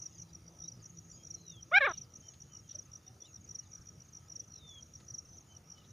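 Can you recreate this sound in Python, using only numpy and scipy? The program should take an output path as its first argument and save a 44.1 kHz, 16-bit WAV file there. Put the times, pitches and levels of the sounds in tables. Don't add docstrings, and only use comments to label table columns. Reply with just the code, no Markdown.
import sys
import numpy as np
from scipy import signal
from scipy.io import wavfile
from scipy.ndimage import uniform_filter1d

SR = 44100
rng = np.random.default_rng(int(sys.argv[2]) if len(sys.argv) > 2 else 0)


def generate_wav(sig):
    pcm = np.round(np.clip(np.atleast_2d(sig).T, -1, 1) * 32767).astype(np.int16)
    wavfile.write(sys.argv[1], SR, pcm)


N = 261072


def gain_of(db):
    return 10 ** (np.asarray(db) / 20)


def evened(x):
    return x / np.sqrt(np.mean(x ** 2) + 1e-20)


def read(points, hz):
    f, value = np.transpose(points)
    return np.interp(np.log(hz + 1), np.log(f + 1), value)


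def add(mix, s, sound):
    at = round(s * SR)
    part = mix[max(at, 0):][:len(sound) + min(at, 0)]
    part += sound[max(-at, 0):][:len(part)]


def unroll(rows):
    s, *columns = np.transpose(rows)
    t = np.arange(s[0], s[-1], 1 / SR)
    return t, *(np.interp(t, s, c) for c in columns)


def wander(length, hz):
    low_pass = signal.butter(2, hz, fs=SR, output="sos")
    drift = signal.sosfiltfilt(low_pass, rng.standard_normal(length + SR))
    return evened(drift)[SR // 2:][:length]


def band_noise(length, hz, width):
    edges = [max(hz - width / 2, 40), hz + width / 2]
    band_pass = signal.butter(2, edges, "band", fs=SR, output="sos")
    return evened(signal.sosfilt(band_pass, rng.standard_normal(length + 500))[500:])


def coloured(spectrum, patchy_db):
    hz = np.fft.rfftfreq(2048, 1 / SR)
    a, b, patches = rng.standard_normal((N // 512 + 5, 1025, 3)).T
    smooth_in_hz = uniform_filter1d(patches, 20, 0)
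    patches = evened(uniform_filter1d(smooth_in_hz, 6, 1))
    level_db = read(spectrum, hz)[:, None] + patchy_db * patches
    z = (a + 1j * b) * gain_of(level_db)
    return evened(signal.istft(z, nperseg=2048, noverlap=1536)[1][:N])


def echoes(x, t60, first_s):
    t = np.arange(SR // 2) / SR
    tail = rng.standard_normal(len(t)) * gain_of(-60 * t / t60) * (t > first_s)
    return signal.fftconvolve(x, tail / np.linalg.norm(tail))[:N]


def peak(hz, centre_hz, width):
    return 1 / (1 + 2j * (hz - centre_hz) / width) ** 2


def vocal_tract(f, effort_db, throat_hz, beak_db):
    rim_db = -18 + 0.0086 * (throat_hz - 1600)
    top_db = -15.5 + rim_db + 1.7 * (effort_db + 22)
    tract = peak(f, throat_hz, 600)
    tract -= gain_of(-9) * peak(f, 550, 600)
    tract -= gain_of(beak_db) * peak(f, 2280, 600)
    tract += gain_of(rim_db) * peak(f, 3650, 910)
    tract /= 1 + (f / (4200 * (throat_hz / 1650) ** .3)) ** 40
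    tract -= gain_of(top_db) * peak(f, 5400, 760)
    return tract / (1 + (f / 6300) ** 30)


def cluck(rows):
    t, hz, effort_db, throat_hz, beak_db = unroll(rows)
    turns = np.cumsum(hz * (1 + 0.0065 * wander(len(t), 300))) / SR
    k = np.arange(1, 22)[:, None]
    tract = vocal_tract(k * hz, effort_db, throat_hz, beak_db)
    voice = (tract * np.exp(2j * np.pi * k * turns)).real.sum(0)
    roughness = np.clip(.03 * gain_of(-effort_db - 23.5), 0, 1)
    rasp = roughness * wander(len(t), 900) * voice
    air = gain_of(effort_db - 37) * band_noise(len(t), 14500, 1400)
    return t[0], gain_of(effort_db) * (voice + rasp + air) * signal.windows.tukey(len(t), .05)


def francolin():
    # (time [s], pitch [Hz], effort [dB], throat resonance [Hz], beak resonance [dB])
    clucks = [
        [(1.711, 514, -57.5, 1000, -12), (1.72, 590, -33, 1000, -17), (1.734, 709, -27.5, 1373, -21),
         (1.742, 710, -22, 1570, 0), (1.762, 765, -18.5, 1750, -1), (1.775, 820, -17.5, 1670, -3),
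         (1.785, 784, -17, 1700, -0.5), (1.789, 703, -44, 1594, 4), (1.798, 535, -47.5, 1600, -1)],
        [(1.803, 609, -48, 1590, -4), (1.809, 598.4, -25.5, 1630, -12), (1.825, 544.7, -26, 1700, -7.5),
         (1.84, 534.4, -25.5, 1635, -7.5), (1.856, 617.6, -26.5, 1460, -4.5), (1.866, 541, -28, 1580, -0.5),
         (1.877, 412.6, -28, 1300, -37), (1.89, 368.5, -34.5, 1290, -32), (1.908, 333, -38.5, 1320, -30),
         (1.921, 313.4, -42.5, 1260, -35), (1.929, 299, -75, 1240, -19.5)],
    ]
    bird = np.zeros(N)
    for rows in clucks:
        add(bird, *cluck(rows))
    bright_band = signal.butter(4, [2850, 4600], "band", fs=SR, output="sos")
    bright = signal.sosfilt(bright_band, bird)
    cage_return = gain_of(-19.5) * echoes(bird, .1, .003)
    wall_return = gain_of(-17.5) * echoes(bright, 0.36, 0.05)
    return bird + cage_return + wall_return


def chirp(first, last, first_db, last_db, gap_s):
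    x = np.linspace(0, 1, round((last - first) / gap_s) + 1)
    times = first + (last - first) * x ** 1.15
    levels_db = last_db + (first_db - last_db) * (1 - x) ** 2.2
    return zip(times, levels_db)


def stroke(db, ms, hz, fall_hz_s, rough, phase):
    share = np.arange(round(ms * SR / 1000)) / (ms * SR / 1000)
    u = (share - .7) * ms / 1000
    swell = np.sin(np.pi / 2 * share / .7) ** 2.8
    stop = abs(np.cos(np.pi / 2 * (share - .7) / .3)) ** 0.69
    shape = np.where(share < .7, swell, stop)
    flutter = 1 + rough * np.sin(2 * np.pi * (260 * u + 7 * phase))
    turns = hz * u - fall_hz_s * u ** 2 / 2 + phase
    tone = np.sin(2 * np.pi * turns) + gain_of(-41) * np.sin(4 * np.pi * turns)
    return gain_of(db) * shape * flutter * tone


def near_cricket():
    # (first stroke [s], last stroke [s], first level [dB], last level [dB])
    quick_chirps = [(.186, .222, -50, -42.5), (.335, .354, -50, -43.5), (.467, .483, -56, -47.5),
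                    (.591, .644, -50, -40.5), (.844, .861, -49, -44.5), (.975, .99, -49, -44.5),
                    (1.103, 1.118, -50.5, -46.5), (1.237, 1.273, -49.5, -44), (1.468, 1.503, -50.5, -42.5),
                    (1.612, 1.631, -53, -43), (1.897, 1.941, -45, -40.5), (2.142, 2.16, -50.5, -44),
                    (2.271, 2.289, -51.5, -43.5), (2.407, 2.423, -49, -44.5), (2.523, 2.572, -54, -44),
                    (2.68, 2.716, -58, -41), (2.92, 2.959, -52, -42.5), (3.069, 3.082, -51.5, -45.5),
                    (3.208, 3.224, -49.5, -43), (3.333, 3.363, -54, -44), (3.48, 3.514, -52.5, -41),
                    (3.721, 3.756, -49.5, -42.5), (3.86, 3.892, -54.5, -44.5), (4.007, 4.022, -50, -49),
                    (4.137, 4.173, -49, -44), (4.286, 4.324, -53.5, -41.5), (4.507, 4.562, -52.5, -44.5),
                    (4.68, 4.695, -53, -48), (4.811, 4.83, -52, -44.5), (4.94, 4.958, -50, -44),
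                    (5.07, 5.108, -56.5, -41), (5.372, 5.386, -54.5, -46.5), (5.553, 5.57, -53, -46),
                    (5.69, 5.723, -56.5, -43.5), (5.89, 5.908, -59, -55)]
    # (first stroke [s], last stroke [s], first level [dB], last level [dB])
    closers = [(.025, .064, -39, -37), (.686, .723, -37.5, -45.5), (1.311, 1.349, -38.5, -37.5),
               (1.982, 2.019, -37.5, -40.5), (2.756, 2.794, -38, -38), (3.556, 3.595, -37, -37),
               (4.363, 4.403, -38, -37), (5.148, 5.189, -37, -36.5)]
    out = np.zeros(N)
    for rows, gap_s in [(quick_chirps, .0185), (closers, .037)]:
        for row, phases in zip(rows, rng.random((len(rows), 8))):
            for (s, db), phase in zip(chirp(*row, gap_s), phases):
                ms = max(21 + .8 * (db + 38), 10)
                hz = 5740 * (1 + 0.0089 * np.cos(40 * phase))
                add(out, s - .00068 * ms, stroke(db, ms, hz, 42000, 0.15, phase))
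    return out


def farther_crickets():
    # (first stroke [s], last stroke [s], first level [dB], last level [dB], pitch [Hz])
    slow_chirps = [(.002, .04, -47, -47, 5890), (0.03, .031, -52.5, -52.5, 6200),
                   (.155, .23, -53.5, -52, 6240), (.658, .658, -49, -51, 5700),
                   (0.831, .904, -54.5, -52.5, 6400), (1.052, 1.052, -59, -60, 6270),
                   (1.349, 1.349, -53, -52.5, 6200), (1.416, 1.416, -56, -57.5, 6330),
                   (1.525, 1.565, -54.5, -58, 6360), (1.853, 1.853, -54, -55, 5530),
                   (1.992, 1.991, -54, -60, 6100), (2.036, 2.036, -54, -57.5, 5700),
                   (2.17, 2.21, -52.5, -53.5, 6330), (2.597, 2.597, -53, -56, 5700),
                   (2.825, 2.861, -56, -57, 6330), (2.936, 2.978, -67.5, -59.5, 6290),
                   (3.254, 3.252, -55.5, -55, 5680), (3.417, 3.45, -58, -53, 6450),
                   (3.64, 3.755, -62, -60, 6330), (3.784, 3.821, -55, -55.5, 5700),
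                   (4.058, 4.132, -59, -57.5, 6330), (4.446, 4.484, -57, -56, 5950),
                   (4.584, 4.585, -51.5, -53, 5630), (4.865, 4.865, -60.5, -57, 5740),
                   (4.715, 4.786, -56.5, -56, 6380), (5.258, 5.336, -56, -57, 5690),
                   (5.376, 5.412, -55, -57, 6330), (5.745, 5.785, -55, -65, 5650)]
    out = np.zeros(N)
    for (*row, hz), phases in zip(slow_chirps, rng.random((len(slow_chirps), 8))):
        for (s, db), phase in zip(chirp(*row, .037), phases):
            add(out, s - .017, stroke(db, 24, hz, 45000, .5, phase))
    return out


def cricket_crowd():
    out = np.zeros(N)
    for s, size, pitch, phase in rng.random((110, 4)):
        hz = 5620 + 700 * pitch ** 2
        for k in range(3):
            db = -72 + 3 * k + 9 * size ** 2
            add(out, s * N / SR + 0.017 * k, stroke(db, 12, hz, 50000, .3, phase))
    return out


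def crickets():
    out = near_cricket() + farther_crickets() + cricket_crowd()
    wall = sum(gain_of(db) * np.roll(out, round(s * SR)) for s, db in [(.019, -24), (.037, -26.5)])
    return out + wall + gain_of(-20) * echoes(out, 0.06, 0.004)


def buzz():
    # (start [s], end [s], level [dB])
    phrases = [(0, 0.238, -61), (.83, 1.426, -62), (2.201, 2.736, -64), (3.416, 3.973, -67),
               (4.63, 5.275, -66.5)]
    out = np.zeros(N)
    for start, end, db in phrases:
        t = np.arange(start, end, 1 / SR)
        beat = np.cumsum(141 * (1 + .015 * wander(len(t), 20))) / SR % 1
        hz = 6640 + 15 * wander(len(t), 6.5) - 150 * (beat - .5)
        ring = np.sin(2 * np.pi * np.cumsum(hz) / SR)
        swell = signal.windows.tukey(len(t), .15) * gain_of(db + 0.47 * wander(len(t), 40))
        add(out, start, swell * abs(np.sin(np.pi * beat)) ** 1.8 * ring)
    return out + gain_of(-12) * echoes(out, .2, .004)


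def falling_whistles():
    # (time [s], pitch [Hz], level [dB])
    falls = [
        [(1.32, 4400, -74), (1.36, 4130, -67.5), (1.45, 4060, -65.5), (1.52, 3670, -58), (1.56, 3360, -62.5),
         (1.62, 3103, -55.5)],
        [(4.5, 4480, -76), (4.55, 4120, -68), (4.6, 3790, -62), (4.63, 3650, -59.5), (4.7, 3517, -54),
         (4.815, 3160, -53.5)],
    ]
    warble_s, settle_s = .11, .03
    for rows in falls:
        t, hz, db = unroll(rows)
        yield t, hz, db, 114.4 * np.clip((t[0] + warble_s + settle_s - t) / settle_s, 0, 1)


def pips():
    # (start [s], length [s], pitch [Hz], level [dB])
    notes = [(1.454, .1, 2860, -73), (2.217, 0.086, 3130, -67.5), (2.469, 0.099, 3075, -71.5),
             (2.638, .045, 3190, -74), (3.595, .05, 2930, -79), (5.469, 0.1, 3080, -67.5),
             (5.742, 0.085, 3020, -67)]
    # (share of length, pitch offset [Hz], level offset [dB], warble depth [Hz])
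    course = [(0, 2, -12, 0), (.5, -11.5, 3, 0), (.78, -18, -4, 0), (1, -220, 2.5, 0.003)]
    for s, length, hz, db in notes:
        yield unroll([(s + length * x, hz + bend, db + swell, w) for x, bend, swell, w in course])


def trills():
    # (start [s], length [s], top [Hz], bottom [Hz], final bend, upward if positive [Hz], level [dB])
    notes = [(1.107, 0.075, 7220, 6470, 200, -54.5), (2.259, 0.09, 6900, 6440, 1, -60.5),
             (3.254, .075, 7230, 6370, 399.5, -61), (4.32, 0.068, 7050, 6500, 4, -67),
             (5.264, 0.103, 6140, 5990, -1, -56), (5.461, 0.071, 7000, 6320, 251.5, -63)]
    # (share of length, height from bottom 0 to top 1, level offset [dB], warble depth [Hz])
    course = [(0, 1, -7, 20), (.27, .8, -4, 90), (.52, .35, 0.5, 130), (.8, 0, 0.5, 120), (1, 0, 3, 40)]
    for s, length, top, bottom, upturn, db in notes:
        rows = [(s + length * x, bottom + h * (top - bottom), db + swell, w) for x, h, swell, w in course]
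        t, hz, level, w = unroll(rows)
        yield t, hz + upturn * np.clip(5 * (t - s) / length - 4, 0, 1), level, w


def glides():
    # (start [s], length [s], from [Hz], middle [Hz], to [Hz], peak level [dB], share of length at the peak)
    notes = [(0.118, 0.043, 5200, 5200, 5170, -68, 0.44), (0.153, .06, 4780, 4900, 4800, -66, .15),
             (0.213, 0.039, 4500, 4200, 4020, -76, 0.75), (0.137, 0.098, 3980, 3130, 2610, -76, 0.61),
             (0.438, 0.061, 4600, 4780, 4800, -68, 0.89), (0.628, 0.049, 3630, 3840, 3940, -60.5, 0.53),
             (0.668, .04, 4680, 4730, 4750, -68, .9), (0.725, .055, 5200, 5150, 5100, -63, .3),
             (1.092, 0.15, 4400, 5000, 5220, -61.5, 0.37), (1.168, 0.098, 3240, 3230, 3300, -67, 0.42),
             (1.923, 0.11, 3140, 2700, 2370, -66, 0.29), (3, 0.15, 3730, 3630, 3540, -73, .5),
             (3.211, 0.064, 3590, 3460, 4170, -58, 0.76), (3.24, 0.069, 3350, 2880, 2520, -67, 0.56),
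             (3.349, 0.037, 4147, 3880, 3480, -74, 0.87), (3.634, 0.047, 4070, 3690, 3420, -74.5, 0.64)]
    fade_db_s = 302
    for s, length, first, middle, last, db, crest in notes:
        x = np.arange(0, length, 1 / SR) / length
        bow_hz = 4 * (middle - (first + last) / 2) * x * (1 - x)
        hz = first + (last - first) * x + bow_hz
        yield s + length * x, hz, db - fade_db_s * length * abs(x - crest), 0 * x


def songbirds():
    out = np.zeros(N)
    for whistles in (falling_whistles(), pips(), trills(), glides()):
        for t, hz, db, warble_hz in whistles:
            swing = np.cos(2 * np.pi * 55 * t + .5 * wander(len(t), 30))
            pitch = hz + warble_hz * swing + 12 * wander(len(t), 80)
            tone = np.sin(2 * np.pi * np.cumsum(pitch) / SR)
            dips = 1 - 0.0012 * warble_hz * (1 - swing)
            level = gain_of(db + .2 * (db + 54.5) * wander(len(t), 70))
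            add(out, t[0], level * dips * tone * signal.windows.tukey(len(t), .15))
    return out + gain_of(-11) * echoes(out, .18, .003)


def twitter():
    out = np.zeros(N)
    for s, pitch, glide, size, length in rng.random((45, 5)):
        x = np.arange(0, 1, 1 / (SR * (.025 + .05 * length)))
        hz = 2700 + 2600 * pitch ** .6 + 1100 * (glide - .7) * x
        note = np.sin(2 * np.pi * np.cumsum(hz) / SR) * np.sin(np.pi * x)
        add(out, s ** 2 * N / SR, gain_of(-86 + 7 * size) * note)
    return out * gain_of(4 * wander(N, 60)) + gain_of(-4.5) * echoes(out, 0.16, .003)


def cage():
    # (time [s], noise level before the envelope [dB], centre [Hz], width [Hz], twice the rise time [ms])
    scratches = [(.29, -63, 4800, 300, 11), (.79, -61, 5000, 700, 32), (.337, -58, 5000, 1490, 2.7),
                 (1.969, -51, 4450, 1510, 7.2), (2.04, -57.5, 4900, 497, 11),
                 (2.334, -55, 3780, 2460, 11.7), (2.685, -58, 3600, 1300, 40), (2.73, -58.5, 571, 60, 39),
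                 (3.06, -58.5, 770, 60.6, 29), (3.792, -44.5, 109.3, 80, 23), (0.769, -45.5, 128, 139, 30),
                 (4.999, -55.5, 3550, 3960, 11), (5.51, -70.5, 4494, 1506, 26),
                 (5.777, -57, 3480, 3940, 5.9), (5.76, -66, 3620, 499, 50), (5.835, -60.5, 3600, 905, 24)]
    out = np.zeros(N)
    for s, db, hz, width, ms in scratches:
        u = np.arange(round(5 * ms * SR / 1000)) / (ms * SR / 1000)
        add(out, s, gain_of(db) * band_noise(len(u), hz, width) * 2 * u * np.exp(-2 * u))
    return out


def engine():
    # (time [s], pitch [Hz], hum amplitude before its random wobble [dB])
    hum = [(0, 165.8, -63.5), (1, 167.5, -60), (1.6, 165.4, -62), (2, 165.2, -78.5), (4.2, 161.9, -73.5),
           (5.92, 169.7, -76)]
    t, hz, db = unroll(hum)
    turns = np.cumsum(hz + 3 * wander(len(t), 5.1)) / SR
    low = gain_of(db + 3 * wander(len(t), 12)) * np.sin(2 * np.pi * turns)
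    octave = gain_of(.5 * db - 41.0 + 6.2 * wander(len(t), 36)) * np.sin(4 * np.pi * turns)
    out = gain_of(-80 + 3.3 * wander(N, 6.6)) * band_noise(N, 1270, 100)
    add(out, 0, low + octave)
    return out


def open_air():
    # (frequency [Hz], relative spectral level [dB])
    air_spectrum = [(20, -33.5), (45, -19), (95, 4), (180, -6), (260, -14), (500, -19), (1100, -27),
                    (4400, -34), (5200, -29.5), (5730, -24.5), (6900, -25.5), (7700, -46.5), (9500, -32.5),
                    (10500, -42.5), (15500, -40.5)]
    return gain_of(-59.5) * coloured(air_spectrum, patchy_db=2.18)


def hiss():
    # (frequency [Hz], relative spectral level [dB])
    hiss_spectrum = [(15, -48), (25, -7.5), (119, -5.5), (421, -6.5), (1080, -10), (1240, -2.5),
                     (1620, -9.5), (5730, -15), (7700, -26.5), (15500, -15)]
    return gain_of(-75.5) * coloured(hiss_spectrum, patchy_db=1.86)


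def scene():
    voices = francolin() + crickets() + buzz() + songbirds() + twitter() + cage()
    mid = voices + engine() + open_air()
    side = hiss() + gain_of(-66.5) * echoes(voices, .03, 0)
    return np.array([mid + side, mid - side])


def record(dry):
    low_pass = signal.firwin(2047, 15480, window=("kaiser", 9), fs=SR)
    return signal.oaconvolve(dry, low_pass[None], "same")


dry = scene()
out = record(dry)
generate_wav(out)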